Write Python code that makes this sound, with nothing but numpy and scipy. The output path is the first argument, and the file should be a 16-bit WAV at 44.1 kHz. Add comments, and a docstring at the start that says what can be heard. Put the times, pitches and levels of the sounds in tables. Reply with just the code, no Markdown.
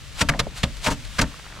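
"""An open field, with a stereo microphone facing two slanted wooden threshing boards, one near, one far.
Farm workers beat bundles of rice on them. A bundle swishes down and lands as a dense burst of stalk
clicks; the board thumps, rings and rattles. Straw rustles all around, stems patter softly, and a light
wind rumbles at the microphone."""
import sys
import numpy as np
from scipy import signal
from scipy.fft import rfft, irfft
from scipy.io import wavfile

SR = 44100
rng = np.random.default_rng(int(sys.argv[2]) if len(sys.argv) > 2 else 0)


def digitize_waveform(pressure):
    """Quantize a signal to 16-bit integers and store it at the path in sys.argv[1].

    Rows of a 2-D input are taken as channels; values are limited to [-1, 1].
    """
    field = np.atleast_2d(pressure).T
    bounded = np.clip(field, -1, 1)
    quanta = np.round(bounded * 32767).astype(np.int16)
    wavfile.write(sys.argv[1], SR, quanta)


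N = 70560

# Tone of each sound. Each row: frequency in Hz, relative level in dB.
WIND_TONE = [(10, -8), (28, 2.5), (48, 10), (80, -5.5), (110, -4.5), (160, -7), (230, -18), (350, -25.5),
             (1000, -47.5), (4000, -83)]
RUSTLE_TONE = [(150, 5), (350, -7.5), (600, -3), (800, -7.5), (1200, -3), (2200, -0.5), (3600, -0.5),
               (5500, -5), (8000, -8.5), (11000, -17), (16000, -27)]
PATTER_TONE = [(100, 3), (350, -4.5), (550, -2), (800, -3.5), (1250, 0), (2200, -8.5), (4000, -16.5),
               (16000, -71)]
SWISH_TONE = [(100, -24), (400, -5.5), (1000, 1.5), (2200, 1), (3800, 2.5), (5500, -3.5), (8000, -4),
              (11000, -13), (16000, -28)]
CLATTER_TONE = [(30, 3), (100, 5), (280, 1), (370, -15), (560, -2), (780, -13), (1050, -3.5), (2000, -18.5),
                (4000, -30), (8000, -35), (16000, -47)]
CRACK_TONE_BY_BOARD = {"near": [(30, -20), (150, 9.5), (280, -4.5), (370, -6), (490, 2.5), (630, 0.5),
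                       (780, -5.5), (950, -0.5), (1650, -2.5), (2700, -2.5), (5000, -6), (8000, -10.5),
                       (11000, -23), (16000, -35)], "far": [(30, 9.5), (150, 0), (280, -5), (370, -12.5),
                       (490, 2.5), (660, -10), (800, -13), (1100, 3), (2200, 0), (2800, -3), (4500, -3.5),
                       (7500, -11.5), (11000, -20.5), (16000, -35)]}
# Rise and fall of the background. Each row: time in seconds, level in dB.
WIND_LEVEL = [(0, -41.5), (.3, -34.5), (.55, -37.5), (.8, -36), (1.0, -36), (1.33, -39.5), (1.42, -47.5),
              (1.54, -46), (1.6, -38)]
RUSTLE_LEVEL = [(0, -45), (.3, -43.5), (.5, -46), (.72, -43), (1.05, -43), (1.3, -43), (1.6, -45)]
PATTER_LEVEL = [(0, -56), (.5, -49.5), (1.0, -83), (1.28, -49.5), (1.38, -50), (1.6, -44)]
# How alike left and right are at the microphone. Each row: frequency in Hz, likeness from 0 to 1.
WIND_LIKENESS = [(30, 0.25), (70, 0.38), (150, 1), (400, 0.71)]
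FIELD_LIKENESS = [(30, 0.17), (70, 1), (150, 1), (900, 0.84), (2000, 0.71), (4000, 0.64), (7000, 0.48),
                  (12000, 0.83)]
DIRECT_LIKENESS = [(100, 0.98), (900, 0.97), (2000, 0.87), (4000, 0.76), (7000, 0.93), (12000, 0.94)]
# Where the field and each board sit in the stereo picture. Each entry: lag of the left side in
# milliseconds, left over right in dB in the mids, the same in the treble.
FIELD_POSITION = (0.015, 1, -2.6)
BOARD_POSITIONS = {"near": (0.0095, 2.4, -2.6), "far": (0.026, .2, -4.5)}
# Knocks and rebounds of the boards, near and far off.
# Each row: start in seconds, level in dB, pitch in Hz, t60 in seconds.
BOARD_KNOCKS = [(0.319, -32, 1800, 0.024), (.337, -19, 1800, 0.019), (.345, -30, 666, 0.16),
                (0.4686, -19, 576, 0.021), (.472, -29, 408, 0.052), (0.639, -11, 151, 0.046),
                (.657, -34, 2980, 0.027), (.883, -23, 946, 0.16), (0.912, -25, 896, 0.085),
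                (0.912, -20.5, 286.8, 0.15), (1.231, -16, 55, 0.087), (1.24, -25.5, 1790, 0.026),
                (1.342, -32.5, 1180, 0.02), (1.396, -30.5, 1630, 0.015), (1.474, -32, 1890, 0.011),
                (1.524, -30, 1800, 0.011), (1.575, -36, 1380, 0.0098)]
# Wood modes of a knock. Each row: ratio to its pitch, relative level in dB, share of its t60.
WOOD_MODES = [(0.483, -3.5, 0.81), (0.997, 1.5, 0.68), (1.33, -7.5, 0.43)]
# Bundles swung through the air. Each row: peak time, rise and fall in seconds, level in dB.
SWINGS = [(0.206, 0.023, 0.0033, -27.5), (.577, 0.019, 0.036, -34), (0.769, 0.0028, 0.014, -41.5),
          (0.849, 0.013, 0.022, -25.5), (1.052, 0.0046, 0.0063, -37.5), (1.176, 0.063, 0.019, -40.5)]
# Modes of each board. Each row: frequency in Hz, relative level in dB, base t60 in seconds.
BOARD_MODES = {"near": [(149.5, -1, 0.35), (181, 2, 0.194), (244.7, -3, 0.34), (287.4, 2.5, 0.243),
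               (496, -2.5, 0.099), (610.6, 2.5, 0.15), (890, -13, 0.07), (915, 2, 0.15), (1330, 2, 0.11)],
               "far": [(108, -1, 0.086), (148.7, 3, 0.2), (276.5, -23.5, 0.34), (565, -0.5, 0.12),
               (698, 0, 0.087), (915, -2, 0.093), (1190, -2.5, 0.085), (1657, -1, 0.08), (2214, 4, 0.05)]}
# Decay of the loose planks' clatter. Each row: frequency in Hz, base t60 in seconds.
CLATTER_DECAY = [(60, 0.34), (300, 0.31), (1000, 0.16), (3000, 0.21), (10000, 0.11)]
# Bundles landing. Each row: start, rise, hold and t60 of the crack in seconds; its level, treble and
# sizzle in dB; its bite (a peak in the tone) in Hz and dB; ring gain in dB, ring length as a factor;
# thump level in dB, pitch in Hz and t60 in seconds; which board.
BUNDLE_BLOWS = [(0.2051, 0.0097, 0.0036, 0.045, -13.5, 0.7, 0.5, 1350, 3, -30, 0.75, -18.5, 80.6, 0.23, "near"),
                (0.286, 0.0035, 0.0085, 0.021, -15, -4, 6, 2400, 4.5, -29.5, 1.53, -26, 72, 0.075, "far"),
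                (0.39, 0.0059, 0.0064, 0.033, -16, -1.7, 5.5, 4000, 5.5, -30, 0.83, -21, 94, 0.038, "far"),
                (0.631, 0.0016, 0.0083, 0.035, -20.5, 0.5, 3, 3300, 7.5, -26, 0.66, -18, 67.8, 0.19, "far"),
                (0.858, 0.0074, 0.0064, 0.11, -18.5, -3.5, 5.5, 1460, 3, -28, 0.98, -23, 75.6, 0.071, "near"),
                (0.9, 0.00613, 0.019, 0.08, -27, -2, 6, 880, 4, -40, 0.85, -26.5, 34, 0.35, "near"),
                (1.183, 0.009, 0.0025, 0.053, -14.5, -1.5, 0.5, 1920, 3.5, -24.5, 0.69, -21.5, 62.5, 0.078, "far"),
                (1.211, 0.0061, 0.00083, 0.048, -16, 1.2, 2.5, 5630, 1.5, -27, 0.66, -10.5, 56.6, 0.12, "near")]


def amp(db):
    """Decibels to gain."""
    return 10 ** (np.asarray(db) / 20)


def unit(x):
    """Scales to rms 1."""
    return x / np.sqrt(np.mean(x ** 2) + 1e-20)


def read(points, hz):
    """Reads a table on a log-frequency axis."""
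    table_hz, value = np.transpose(points)
    return np.interp(np.log(hz + 1), np.log(table_hz + 1), value)


def fader(levels):
    """Gain across the scene, gliding between levels in dB."""
    return amp(np.interp(np.arange(N) / SR, *np.transpose(levels)))


def add(mix, start, sound):
    """Adds a sound into the mix at a start in seconds."""
    part = mix[:, max(round(start * SR), 0):][:, :sound.shape[-1]]
    part += sound[..., :part.shape[-1]]


def decay(t, t60):
    """Exponential decay, 60 dB in t60 seconds."""
    return np.exp(-np.log(1000) * np.maximum(t, 0) / t60)


def colour(x, tone, size=4096):
    """Minimum-phase filter of unit energy with the given tone."""
    log_gain = np.log(amp(read(tone, abs(np.fft.fftfreq(size, 1 / SR)))))
    taps = np.fft.ifft(np.exp(np.conj(signal.hilbert(log_gain)))).real[:size // 2]
    return signal.fftconvolve(x, taps[None] / np.linalg.norm(taps), axes=1)[:, :x.shape[1]]


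def clicks(n, per_s, spread_db):
    """Two unrelated trains of clicks of uneven size, rms 1."""
    size = amp(spread_db * np.minimum(rng.exponential(1, (2, n)), 4))
    return unit(size * rng.choice([-1, 1], (2, n)) * (rng.random((2, n)) < per_s / SR))


def stereo(pair, likeness, position):
    """Blends two unrelated signals into the microphone's left and right, with a lag and a balance."""
    n = pair.shape[1]
    lag_ms, mid_db, treble_db = position
    hz = np.fft.rfftfreq(2 * n, 1 / SR)
    first, second = rfft(pair, 2 * n)
    same = np.clip(read(likeness, hz), 0, 1)
    mid, side = first * np.sqrt((1 + same) / 2), second * np.sqrt((1 - same) / 2)
    lean_db = read([(500, 0), (2000, mid_db), (4000, mid_db), (11000, treble_db)], hz)
    pan = amp(lean_db / 2) * np.exp(-1j * np.pi * hz * lag_ms / 1000)
    return irfft(np.array([(mid + side) * pan, (mid - side) / pan]))[:, :n]


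def wind(left_over_right_db=3):
    """Right at the microphone, a light breeze rumbles differently at each port."""
    rumble = fader(WIND_LEVEL) * unit(colour(rng.standard_normal((2, N)), WIND_TONE))
    balance = amp([[left_over_right_db / 2], [-left_over_right_db / 2]])
    return balance * stereo(rumble, WIND_LIKENESS, FIELD_POSITION)


def field():
    """Straw rustles all around the microphone, with a soft patter of stems and distant threshing."""
    t = np.arange(N) / SR
    rustle = fader(RUSTLE_LEVEL) * colour(clicks(N, per_s=7000, spread_db=1.0), RUSTLE_TONE)
    ticks = abs(clicks(N, per_s=450, spread_db=-0.5)[0])
    envelope = signal.fftconvolve(ticks, decay(t, t60=0.005))[:N]
    patter = fader(PATTER_LEVEL) * unit(colour(envelope * rng.standard_normal((2, N)), PATTER_TONE))
    return stereo(rustle + patter, FIELD_LIKENESS, FIELD_POSITION)


def knocks(rise_s=0.0008, straw_gain=0.81, straw_db_per_octave=21.5, straw_max_t60=0.092):
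    """Dull knocks, dead centre: three damped wood modes and a burst of crushed straw near their pitch."""
    out, t = np.zeros((2, N)), np.arange(SR // 4) / SR
    for start, db, hz, t60 in BOARD_KNOCKS:
        wood = sum(amp(mode_db) * decay(t, t60 * share) * np.sin(2 * np.pi * hz * ratio * t)
                   for ratio, mode_db, share in WOOD_MODES)
        straw_tone = [(hz * 2. ** octave, -straw_db_per_octave * abs(octave)) for octave in range(-4, 7)]
        straw = colour(rng.standard_normal((1, len(t))), straw_tone)[0]
        straw *= decay(t, min(t60, straw_max_t60))
        knock = (wood + straw_gain * straw) / np.hypot(1, straw_gain)
        add(out, start, amp(db) * np.minimum(t / rise_s, 1) * knock)
    return out


def swishes():
    """At the near board, dry stalks brush together as a bundle is swung."""
    t = np.arange(N) / SR
    power = sum((amp(db) * np.exp(np.minimum((t - peak) / rise, (peak - t) / fall))) ** 2
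                for peak, rise, fall, db in SWINGS)
    brushing = np.sqrt(power) * clicks(N, per_s=9000, spread_db=3)
    return stereo(colour(brushing, SWISH_TONE), DIRECT_LIKENESS, BOARD_POSITIONS["near"])


def planks(t, length, board, modes_db=2.5, clatter_db=6):
    """The board's modes ring over a dense wooden clatter, longer or shorter from blow to blow; a bundle left
    lying on it shortens both."""
    phases = rng.uniform(0, 2 * np.pi, len(BOARD_MODES[board]))
    ring = sum(amp(db) * decay(t, t60 * length) * np.sin(2 * np.pi * hz * t + phase)
               for (hz, db, t60), phase in zip(BOARD_MODES[board], phases))
    noise = colour(rng.standard_normal((2, len(t))), CLATTER_TONE)
    band_hz, times, bands = signal.stft(noise, SR, nperseg=256)
    band_t60 = length * read(CLATTER_DECAY, band_hz)[:, None]
    clatter = signal.istft(bands * decay(times, band_t60), SR)[1][:, :len(t)]
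    return amp(modes_db) * ring + amp(clatter_db) * clatter


def thump(t, hz, t60):
    """The weight of the bundle pushes the whole board against the ground."""
    return -decay(t, t60) * np.sin(2 * np.pi * hz * t)


def stalks(envelope, treble_db, sizzle_db, bite_hz, bite_db, board,
           bite_octaves=0.26, sizzle_hz=12400, sizzle_octaves=0.64):
    """Hundreds of stalks slap the board: each bundle bites at its own pitch, and the dry tips sizzle."""
    hz = np.geomspace(30, 20000, 120)
    treble = treble_db * np.clip(np.log2(hz / 2000), 0, 1)
    bite = bite_db * np.exp(-(np.log2(hz / bite_hz) / bite_octaves) ** 2 / 2)
    sizzle = sizzle_db * np.exp(-(np.log2(hz / sizzle_hz) / sizzle_octaves) ** 2 / 2)
    tone = np.transpose([hz, read(CRACK_TONE_BY_BOARD[board], hz) + treble + bite + sizzle])
    return colour(envelope * clicks(len(envelope), per_s=16000, spread_db=2.5), tone)


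def blows(board_rise_s=0.0083):
    """Bundles land on the near and far boards: the stalks crack, then the wood rings and thumps."""
    out, t = np.zeros((2, N)), np.arange(SR // 2) / SR
    board_onset = np.minimum(t / board_rise_s, 1)
    for (start, rise, hold, t60, crack_db, treble_db, sizzle_db, bite_hz, bite_db,
         ring_db, ring_length, thump_db, thump_hz, thump_t60, board) in BUNDLE_BLOWS:
        envelope = np.minimum(t / rise, 1) * decay(t - rise - hold, t60)
        crack = stalks(envelope, treble_db, sizzle_db, bite_hz, bite_db, board)
        ring = board_onset * planks(t, ring_length, board)
        add(out, start, amp(crack_db) * stereo(crack, DIRECT_LIKENESS, BOARD_POSITIONS[board]))
        add(out, start + rise, amp(ring_db) * stereo(ring, DIRECT_LIKENESS, BOARD_POSITIONS[board]))
        add(out, start + rise, amp(thump_db) * board_onset * thump(t, thump_hz, thump_t60))
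    return out


def scene():
    """The threshing floor as heard from the microphone."""
    return blows() + swishes() + field() + wind() + knocks()


def record(dry, cutoff_hz=15950):
    """The recorder's band limit cuts off the highest treble."""
    lowpass = signal.firwin(511, cutoff_hz, window=("kaiser", 9), fs=SR)
    return signal.oaconvolve(dry, lowpass[None], "same")


dry = scene()
out = record(dry)
digitize_waveform(out)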